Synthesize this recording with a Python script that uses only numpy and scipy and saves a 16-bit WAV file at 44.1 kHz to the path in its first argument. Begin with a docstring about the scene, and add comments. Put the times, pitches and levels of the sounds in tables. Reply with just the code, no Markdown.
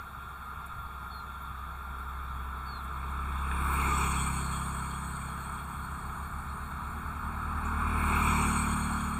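"""A motor scooter nears a walker on a country road, its air intake booming and its gears whining.
A gust brushes the microphone, a bird calls twice and dry grass ticks. Near 3.9 s the scooter goes by
with a rattling hiss, then its pulsing exhaust pipe is heard, fading into the roar of tyres.
A second scooter overtakes the same way near 8.2 s and rides off. All along the fields rumble softly,
and the nearly mono microphone cuts deep, narrow notches out of the sound."""
import sys
import numpy as np
from scipy import signal
from scipy.fft import rfft, irfft, next_fast_len
from scipy.io import wavfile
from scipy.ndimage import uniform_filter1d

SR = 44100
rng = np.random.default_rng(int(sys.argv[2]) if len(sys.argv) > 2 else 0)


def log_audio(samples):
    """Write samples as a 16-bit WAV file to the path given in sys.argv[1]."""
    # one column per channel
    frames = np.atleast_2d(samples).T
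    # limit to full scale, then quantise
    limited = np.clip(frames, -1, 1)
    pcm = np.round(limited * 32767).astype(np.int16)
    wavfile.write(sys.argv[1], SR, pcm)


N = 405279
T = np.arange(N) / SR
HZ = np.fft.rfftfreq(1024, 1 / SR)  # noise is shaped at these frequencies, in short frames
FRAME_S = np.arange(N // 256 + 5)[:, None] * 256 / SR
PASS_S = (3.862, 8.21)  # when each scooter is closest

# engine speed: (time [s], firing rate [Hz])
FIRST_SPEED = [(0, 33.1), (2.7, 32.8), (3.25, 34), (3.7, 34), (4.2, 33.5), (6.2, 33.4), (9.19, 32.3)]
SECOND_SPEED = [(1.4, 36.6), (2, 38.3), (4, 38.4), (5.6, 36.9), (6.4, 36.9), (7.1, 38.1), (7.9, 37.9),
                (8.5, 36.9)]
# each rider's throttle: (time [s], level added to the intake boom [dB])
FIRST_THROTTLE = [(1.0, 0.5), (2.4, 3), (2.75, -4), (3.05, -1), (5.5, -.5), (7.2, 3)]
SECOND_THROTTLE = [(5.1, -19), (5.6, -4), (6.3, 2), (6.7, -3), (8.0, 0)]
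# tones of the air intake and exhaust pipe: (multiple of the firing rate, relative level [dB])
FIRST_INTAKE = [(1, -12.5), (2, 0), (3, -21)]
SECOND_INTAKE = [(1, -5.5), (2, 0), (3, -16)]
FIRST_PIPE = [(3, -10), (4, -3), (5, -4.5), (6, -8), (7, -13.5), (8, -20), (9, -23), (10, -22), (12, -24)]
SECOND_PIPE = [(3, -15.5), (4, -6), (5, -3.5), (6, -1.5), (7, -9.5), (8, -22.5), (9, -31.5), (10, -27),
               (11, -53.5)]
# tone colour of each noise: (frequency [Hz], relative level [dB])
TYRES = [(35, -28), (110, -4.5), (200, -12.5), (300, -15.5), (430, -10.5), (700, -10), (1000, -2.5),
         (1130, -0.5), (1230, 2.5), (1390, 2), (1520, -8), (1800, -13.5), (2300, -14.5), (4000, -68),
         (8000, -40.5)]
CLATTER = [(100, -10), (300, -2.5), (420, 3.5), (650, -15.5), (1050, 7), (1700, -21), (2300, 4.5),
           (2600, 0.5), (2850, -2), (3500, -13.5), (5500, -16), (8000, -25), (15000, -44)]
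BELT = [(2500, -16), (3050, 8), (3300, 6), (3750, -7.5), (4200, 7), (4500, 3.5), (4900, -3), (5500, -28),
        (6500, -27)]
PULLEY = [(2850, -23), (3250, 3), (3600, 3.5), (4100, -33)]  # a thin rasp, probably the drive pulleys, heard from well ahead
WHISTLE = [(5100, -40), (5450, -5), (5650, 0), (5800, -3), (6050, -35)]  # breathy, heard only while a scooter is alongside
HISS = [(2000, -6.5), (3300, -12), (4400, -25), (5650, -15.5), (6400, -9), (7000, 1), (7550, -2),
        (8450, 2.5), (9100, 2), (9800, -7), (11500, -30), (13600, -12), (15500, -34)]
FIZZ = [(7000, -26), (9500, 7), (11000, -5), (12600, -20.5), (13700, 15), (14500, 5.5), (15500, -8)]
FIELDS = [(28, -15), (58, 5), (110, 4.5), (200, -1.5), (300, -33), (420, -4.5), (700, -7), (1500, -10),
          (2500, -14), (3500, -13.5), (4400, -15), (5500, -22), (8000, -26.5), (12500, -33), (14200, -25),
          (15500, -37)]
# how the tyre roar broadens close by: (frequency [Hz], added level [dB])
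CLOSE_TYRES = [(100, 1.5), (300, 4.5), (700, -2), (1020, 1), (1200, 0.5), (1380, -1), (1600, 3.5),
               (2000, -5)]
# the first scooter's transmission whine: (time [s], pitch [Hz])
WHINE_PITCH = [(.6, 1393), (2, 1386), (2.5, 1345), (3, 1352), (4.5, 1242)]
# the tones in that whine: (share of its pitch, relative level [dB])
WHINE_TONES = [(1, -2.5), (0.99, 3), (.894, -1.5)]
# falling bird notes: (time [s], length [s], start pitch [Hz], end pitch [Hz], level [dB])
BIRD_NOTES = [(1.095, 0.15, 4460, 4020, -51), (2.646, 0.18, 4600, 4000, -49)]
# grit and dry grass: (time [s], level [dB], centre [Hz], width [octaves], decay [s])
TICKS = [(0.66, -53.5, 9900, .45, 0.005), (1.417, -54, 14400, .1, .006), (1.985, -62, 8920, .3, .006),
         (2.837, -58, 8930, .35, 0.0076), (3.10, -60, 8770, 0.28, .01), (3.514, -24, 1500, 0.59, 0.00093),
         (6.985, -62, 12000, .5, 0.0073), (7.646, -53, 7360, 0.14, 0.014)]
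# narrow bands the microphone loses: (centre [Hz], width [Hz], depth [dB])
MIC_NOTCHES = [(545, 145, -16.5), (1992, 99, -26), (3018, 216, -25.5), (4030, 101, -51), (4994, 387, -40.5),
               (6100, 404, -32)]

# Each part is loudest lag_s after the pass (late if it faces backwards) and stays loud for about width_s.
# A bigger rise or fall makes that slope steeper; first_db and second_db are each scooter's peak gain.
INTAKE_SWELL = dict(lag_s=-0.092, width_s=0.47, rise=1.09, fall=1.04, first_db=-30.5, second_db=-31.5)
PIPE_SWELL = dict(lag_s=0.26, width_s=0.47, rise=1.57, fall=0.82, first_db=-37, second_db=-34.5)
TYRE_SWELL = dict(lag_s=-0.06, width_s=0.23, rise=0.84, fall=0.55, first_db=-33.5, second_db=-30.5)
CLATTER_SWELL = dict(lag_s=0.058, width_s=0.23, rise=1.82, fall=1.49, first_db=-36.5, second_db=-34.5)
BELT_SWELL = dict(lag_s=0.32, width_s=0.39, rise=2.46, fall=1, first_db=-47.5, second_db=-48)
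PULLEY_SWELL = dict(lag_s=0.15, width_s=0.15, rise=0.42, fall=2.5, first_db=-51, second_db=-65)
WHISTLE_SWELL = dict(lag_s=0.14, width_s=0.13, rise=2.1, fall=1.44, first_db=-51.5, second_db=-51)
HISS_SWELL = dict(lag_s=0.21, width_s=0.28, rise=2.57, fall=1.164, first_db=-39, second_db=-39.5)
FIZZ_SWELL = dict(lag_s=-0.1, width_s=0.11, rise=2.3, fall=0.73, first_db=-50, second_db=-51.5)


def engine(speed, throttle, intake_gain, pipe_gain, intake, pipe, smear, flutter, rough):
    """A one-cylinder four-stroke booms and rings its pipe. Returns the sound and a count of firings."""
    firings = np.cumsum(follow(speed) * (1 + flutter * wander(8.5))) / SR
    # each intake stroke sucks the pressure down
    boom = -sum(gain_of(db) * np.cos(2 * np.pi * k * firings) for k, db in intake)
    blow = firings + 1 / 8  # the exhaust blows just ahead of the intake
    # the silencer delays each overtone differently, which smears the pulse
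    pulses = sum(gain_of(db) * np.cos(2 * np.pi * k * blow + smear * k ** 2) for k, db in pipe)
    uneven = 1 + rough * wander(42)  # no two firings are equally strong
    sound = intake_gain * gain_of(follow(throttle)) * boom + pipe_gain * uneven * pulses
    return np.sqrt(2) * sound, firings


def running_noise(firings):
    """Tyres roar, the engine clatters, and belt and pipe rasp and hiss towards the rear."""
    t = seconds_from_pass()
    along = t / 0.44  # place on the road, in units of the passing distance
    nearness = 1 / np.hypot(1, along)
    doppler = 1 - 0.025 * along * nearness  # pitch is higher coming, lower going
    echo_db = road_echo(strength=0.031, lag_s=0.000517, nearness=nearness)
    ripple_db = panel_ripple(depth_db=2.4, doppler=doppler)
    tyres = noise(TYRES, (700, 1700), nearness * level_at(CLOSE_TYRES, HZ), patchy_db=0.84)
    tyres *= both_swells(TYRE_SWELL, far_db=-46.5)
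    clatter = noise(CLATTER, (2100, 2900), echo_db + ripple_db * (HZ > 1500), patchy_db=2.0)
    clatter *= both_swells(CLATTER_SWELL, far_db=-72.5)
    belt = noise(BELT, (4100, 4800), ripple_db, patchy_db=2.6) * both_swells(BELT_SWELL)
    pulley = noise(PULLEY, colour_db=ripple_db, patchy_db=2.0) * both_swells(PULLEY_SWELL)
    whistle = noise(WHISTLE, colour_db=ripple_db, slide=doppler) * both_swells(WHISTLE_SWELL)
    # the hiss lifts in pitch just before a scooter draws level, then dips as its tail goes by
    lift = 0.15 * closeness(t + 0.27, width_s=0.13) ** 2
    dip = 0.068 * closeness(t - 0.14, width_s=0.2)
    swish_db = swish()
    hiss = noise(HISS, (6500, 9500), echo_db + ripple_db + swish_db, patchy_db=3, slide=0.98 + lift - dip)
    hiss *= both_swells(HISS_SWELL)
    fizz = noise(FIZZ, (13000, 15400), ripple_db + swish_db, patchy_db=3.5)
    fizz *= both_swells(FIZZ_SWELL, far_db=-73)
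    rattling = gain_of(0.99 * wander(68)) * (belt + pulley + whistle + hiss)
    throbbing = throb(firings, firing_depth=0.025, crank_depth=0.018) * (tyres + clatter + rattling)
    return throbbing + fizz * gain_of(1.1 * wander(40))


def throb(firings, firing_depth, crank_depth):
    """Noise swells with each firing and with each of the two crank turns between firings."""
    phase = 2 * np.pi * firings
    return unit_rms(np.exp(firing_depth * np.cos(phase) + crank_depth * np.cos(2 * phase)))


def gear_whine(firings, whine_db=-52.5, teeth_db=-53, beam_db=-31):
    """The first scooter's transmission: a sagging whine, and gear teeth singing 36 times per firing."""
    phase = 2 * np.pi * np.cumsum(follow(WHINE_PITCH) * (1 + 0.0014 * wander(9.4))) / SR
    tones = sum(gain_of(db + 2.04 * wander(4.6)) * np.sin(share * phase) for share, db in WHINE_TONES)
    fade = np.clip(WHINE_PITCH[-1][0] - T, 0, 0.5) * 2
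    teeth = np.sin(2 * np.pi * 36 * firings)
    t = T - PASS_S[0] - 0.06
    carry = gain_of(teeth_db) * closeness(t, width_s=3.5) ** 2
    beam = gain_of(beam_db) * closeness(t, width_s=0.04) ** 2  # beamed sideways, so heard for an instant
    return np.sqrt(2) * (gain_of(whine_db) * fade * tones + (carry + beam) * teeth)


def swell(lag_s, width_s, rise, fall, first_db, second_db):
    """A part grows louder as it nears and softer as it leaves: one row of gains for each scooter."""
    t = T - np.array(PASS_S)[:, None] - lag_s
    return gain_of([[first_db], [second_db]]) * closeness(t, width_s) ** np.where(t < 0, rise, fall)


def both_swells(part, far_db=-np.inf):
    """The gain of one part on both scooters together, over a steady distant level."""
    return np.sqrt((swell(**part) ** 2).sum(0) + gain_of(far_db) ** 2)


def swish():
    """A reflection cancels a band of hiss: first one from the scooter's front, then its tail (dB)."""
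    t = seconds_from_pass()
    front = sweeping_notch(far_hz=8800, sink=0.29, lead_s=0.13, span_s=0.19, width_hz=560, depth_db=-3.5)
    tail = sweeping_notch(far_hz=11470, sink=0.25, lead_s=0.056, span_s=0.31, width_hz=480, depth_db=-8.5)
    tail_share = (1 + np.tanh((t + 0.031) / 0.042)) / 2
    return (1 - tail_share) * front * closeness(t, width_s=0.71) + tail_share * tail


def sweeping_notch(far_hz, sink, lead_s, span_s, width_hz, depth_db):
    """A quiet band that slides down as a scooter nears and back up as it leaves (dB)."""
    centre_hz = far_hz * (1 - sink * closeness(seconds_from_pass() + lead_s, span_s))
    return depth_db * np.exp(-((HZ - centre_hz) / width_hz) ** 2)


def panel_ripple(depth_db, doppler):
    """Covers and fins ring at many narrow pitches, all shifted together by the motion (dB)."""
    grid_hz = np.arange(0, SR / 2, 25)
    ripple = unit_rms(uniform_filter1d(rng.standard_normal(len(grid_hz)), size=5))
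    return depth_db * np.interp(HZ / doppler, grid_hz, ripple)


def road_echo(strength, lag_s, nearness):
    """The bounce off the road lifts some pitches and dulls others; it lags most close by (dB)."""
    bounce = strength * nearness * np.exp(2j * np.pi * HZ * lag_s * nearness)
    return 20 * np.log10(abs(1 + bounce))


def bird():
    """Thin whistles from the trees, each with a quick upward flick and a long fall."""
    out = np.zeros(N)
    for start_s, length_s, start_hz, end_hz, db in BIRD_NOTES:
        progress = np.arange(0, 1, 1 / (length_s * SR))
        flick = 300 * np.exp(-progress / 0.066)
        hz = start_hz + (end_hz - start_hz) * progress - flick + 30 * wander(90)[:len(progress)]
        note = np.sin(2 * np.pi * np.cumsum(hz) / SR) * signal.windows.tukey(len(hz), 0.4)
        add(out, start_s, gain_of(db) * unit_rms(note))
    return out


def ticks():
    """Grit and dry grass tick: short bursts of noise, each in its own band."""
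    out = np.zeros(N)
    t = T[:4096]
    hz = np.fft.rfftfreq(len(t), 1 / SR) + 1
    for start_s, db, centre_hz, octaves, decay_s in TICKS:
        band = np.exp(-(np.log2(hz / centre_hz) / octaves) ** 2 / 2)
        burst = unit_rms(irfft(rfft(rng.standard_normal(len(t))) * band))
        envelope = t / decay_s * np.exp(1 - t / decay_s)
        add(out, start_s, gain_of(db) * burst * envelope)
    return out


def wind(start_s=0.69, attack_s=0.054, hold_s=0.15, decay_s=0.078, gust_db=-47.5, breeze_db=-58.5):
    """Air rumbles on the microphone: one gust over a faint breeze."""
    t = T - start_s
    gust = np.clip(t / attack_s, 0, 1) * np.exp(-np.maximum(t - attack_s - hold_s, 0) / decay_s)
    rumble = noise([(15, 0), (35, 17), (60, 2), (90, 10), (160, -30), (400, -30), (2000, -80)])
    return rumble * (gain_of(breeze_db) + gain_of(gust_db) * gust)


def countryside():
    """Fields rumble far off, dry grass rustles, one high tone wavers and one flutters like an insect."""
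    fields = noise(FIELDS, patchy_db=2.1) * gain_of(-50)
    grass = noise([(5000, -40), (7000, -25), (10000, 3.5), (15000, 0)])
    grass *= gain_of(-68 + 4.5 * np.tanh(wander(25)))  # faint, uneven spurts
    wavering = np.sin(2 * np.pi * np.cumsum(14641 + 10 * wander(20)) / SR)
    fluttering = wander(70) * np.sin(2 * np.pi * 11650 * T)
    wavering *= gain_of(-68 + 3.5 * wander(25))
    fluttering *= gain_of(-77.5 + 3.7 * wander(10))
    return fields + grass + wavering + fluttering


def noise(spectrum, band_hz=(0, SR), colour_db=0, patchy_db=0, slide=1):
    """Shaped noise with drifting patches, of strength 1 inside the band; slide scales its pitch."""
    real, imaginary, patches = rng.standard_normal((3, len(FRAME_S), len(HZ)))
    patches = uniform_filter1d(patches, size=9, axis=0)
    patches = unit_rms(uniform_filter1d(patches, size=10, axis=1))
    shape_db = level_at(spectrum, HZ / slide) + colour_db + patchy_db * patches
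    frames = (real + 1j * imaginary) * gain_of(shape_db)
    power = (abs(frames) ** 2).mean(0)
    band_share = power[(HZ >= band_hz[0]) & (HZ <= band_hz[1])].sum() / power.sum()
    sound = signal.istft(frames.T, nperseg=1024, noverlap=768)[1][:N]
    return unit_rms(sound) / np.sqrt(band_share)


def wander(rate_hz):
    """Smooth random motion of strength 1; a higher rate moves faster."""
    size = next_fast_len(N, True)
    hz = np.fft.rfftfreq(size, 1 / SR)
    smoothed = rfft(rng.standard_normal(size)) * np.exp(-(hz / rate_hz) ** 2)
    return unit_rms(irfft(smoothed, size)[:N])


def seconds_from_pass():
    """Each frame's time from the nearer pass; negative while a scooter is still coming."""
    return FRAME_S - np.where(FRAME_S < np.mean(PASS_S), PASS_S[0], PASS_S[1])


def closeness(t, width_s):
    """One over the distance to something moving along a straight road; 1 at t = 0."""
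    return 1 / np.hypot(1, t / width_s)


def gain_of(db):
    """Turns decibels into a factor to multiply by."""
    return 10 ** (np.asarray(db) / 20)


def unit_rms(x):
    """Scales a signal so its average strength (rms) is 1."""
    return x / np.sqrt(np.mean(x ** 2) + 1e-20)


def level_at(spectrum, hz):
    """A tone colour table's level (dB) at the given frequencies."""
    table_hz, db = np.transpose(spectrum)
    return np.interp(np.log(hz + 1), np.log(table_hz), db)


def follow(curve):
    """Joins (time, value) points with straight lines, one value per sample."""
    return np.interp(T, *np.transpose(curve))


def add(mix, start_s, sound):
    """Mixes a sound in at the given time."""
    part = mix[round(start_s * SR):][:len(sound)]
    part += sound[:len(part)]


def scene():
    """Both scooters and the roadside, nearly the same in both ears."""
    intake = swell(**INTAKE_SWELL)
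    pipe = np.hypot(swell(**PIPE_SWELL), gain_of(-64))  # the exhaust note carries far down the road
    first, first_firings = engine(FIRST_SPEED, FIRST_THROTTLE, intake[0], pipe[0],
                                  FIRST_INTAKE, FIRST_PIPE, smear=0.45, flutter=0.00157, rough=0.038)
    second, second_firings = engine(SECOND_SPEED, SECOND_THROTTLE, intake[1], pipe[1],
                                    SECOND_INTAKE, SECOND_PIPE, smear=0.65, flutter=0.0038, rough=0.049)
    nearest_firings = np.where(T < np.mean(PASS_S), first_firings, second_firings)
    scooters = first + second + running_noise(nearest_firings) + gear_whine(first_firings)
    mid = scooters + bird() + ticks() + wind() + countryside()
    treble = signal.sosfilt(signal.butter(6, 2800, "high", fs=SR, output="sos"), mid)
    side = gain_of(-23) * wander(60) * treble  # the treble flickers a little between the ears
    return np.array([mid + side, mid - side])


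def record(dry):
    """The microphone cuts its narrow notches, then everything above 15.5 kHz is removed."""
    hz = np.fft.rfftfreq(N, 1 / SR)
    notch_db = sum(db / (1 + (2 * (hz - centre) / width) ** 2) for centre, width, db in MIC_NOTCHES)
    notched = irfft(rfft(dry) * gain_of(notch_db), N)
    low_pass = signal.firwin(701, 15500, window=("kaiser", 9), fs=SR)
    return signal.oaconvolve(notched, low_pass[None], "same")


dry = scene()
out = record(dry)
log_audio(out)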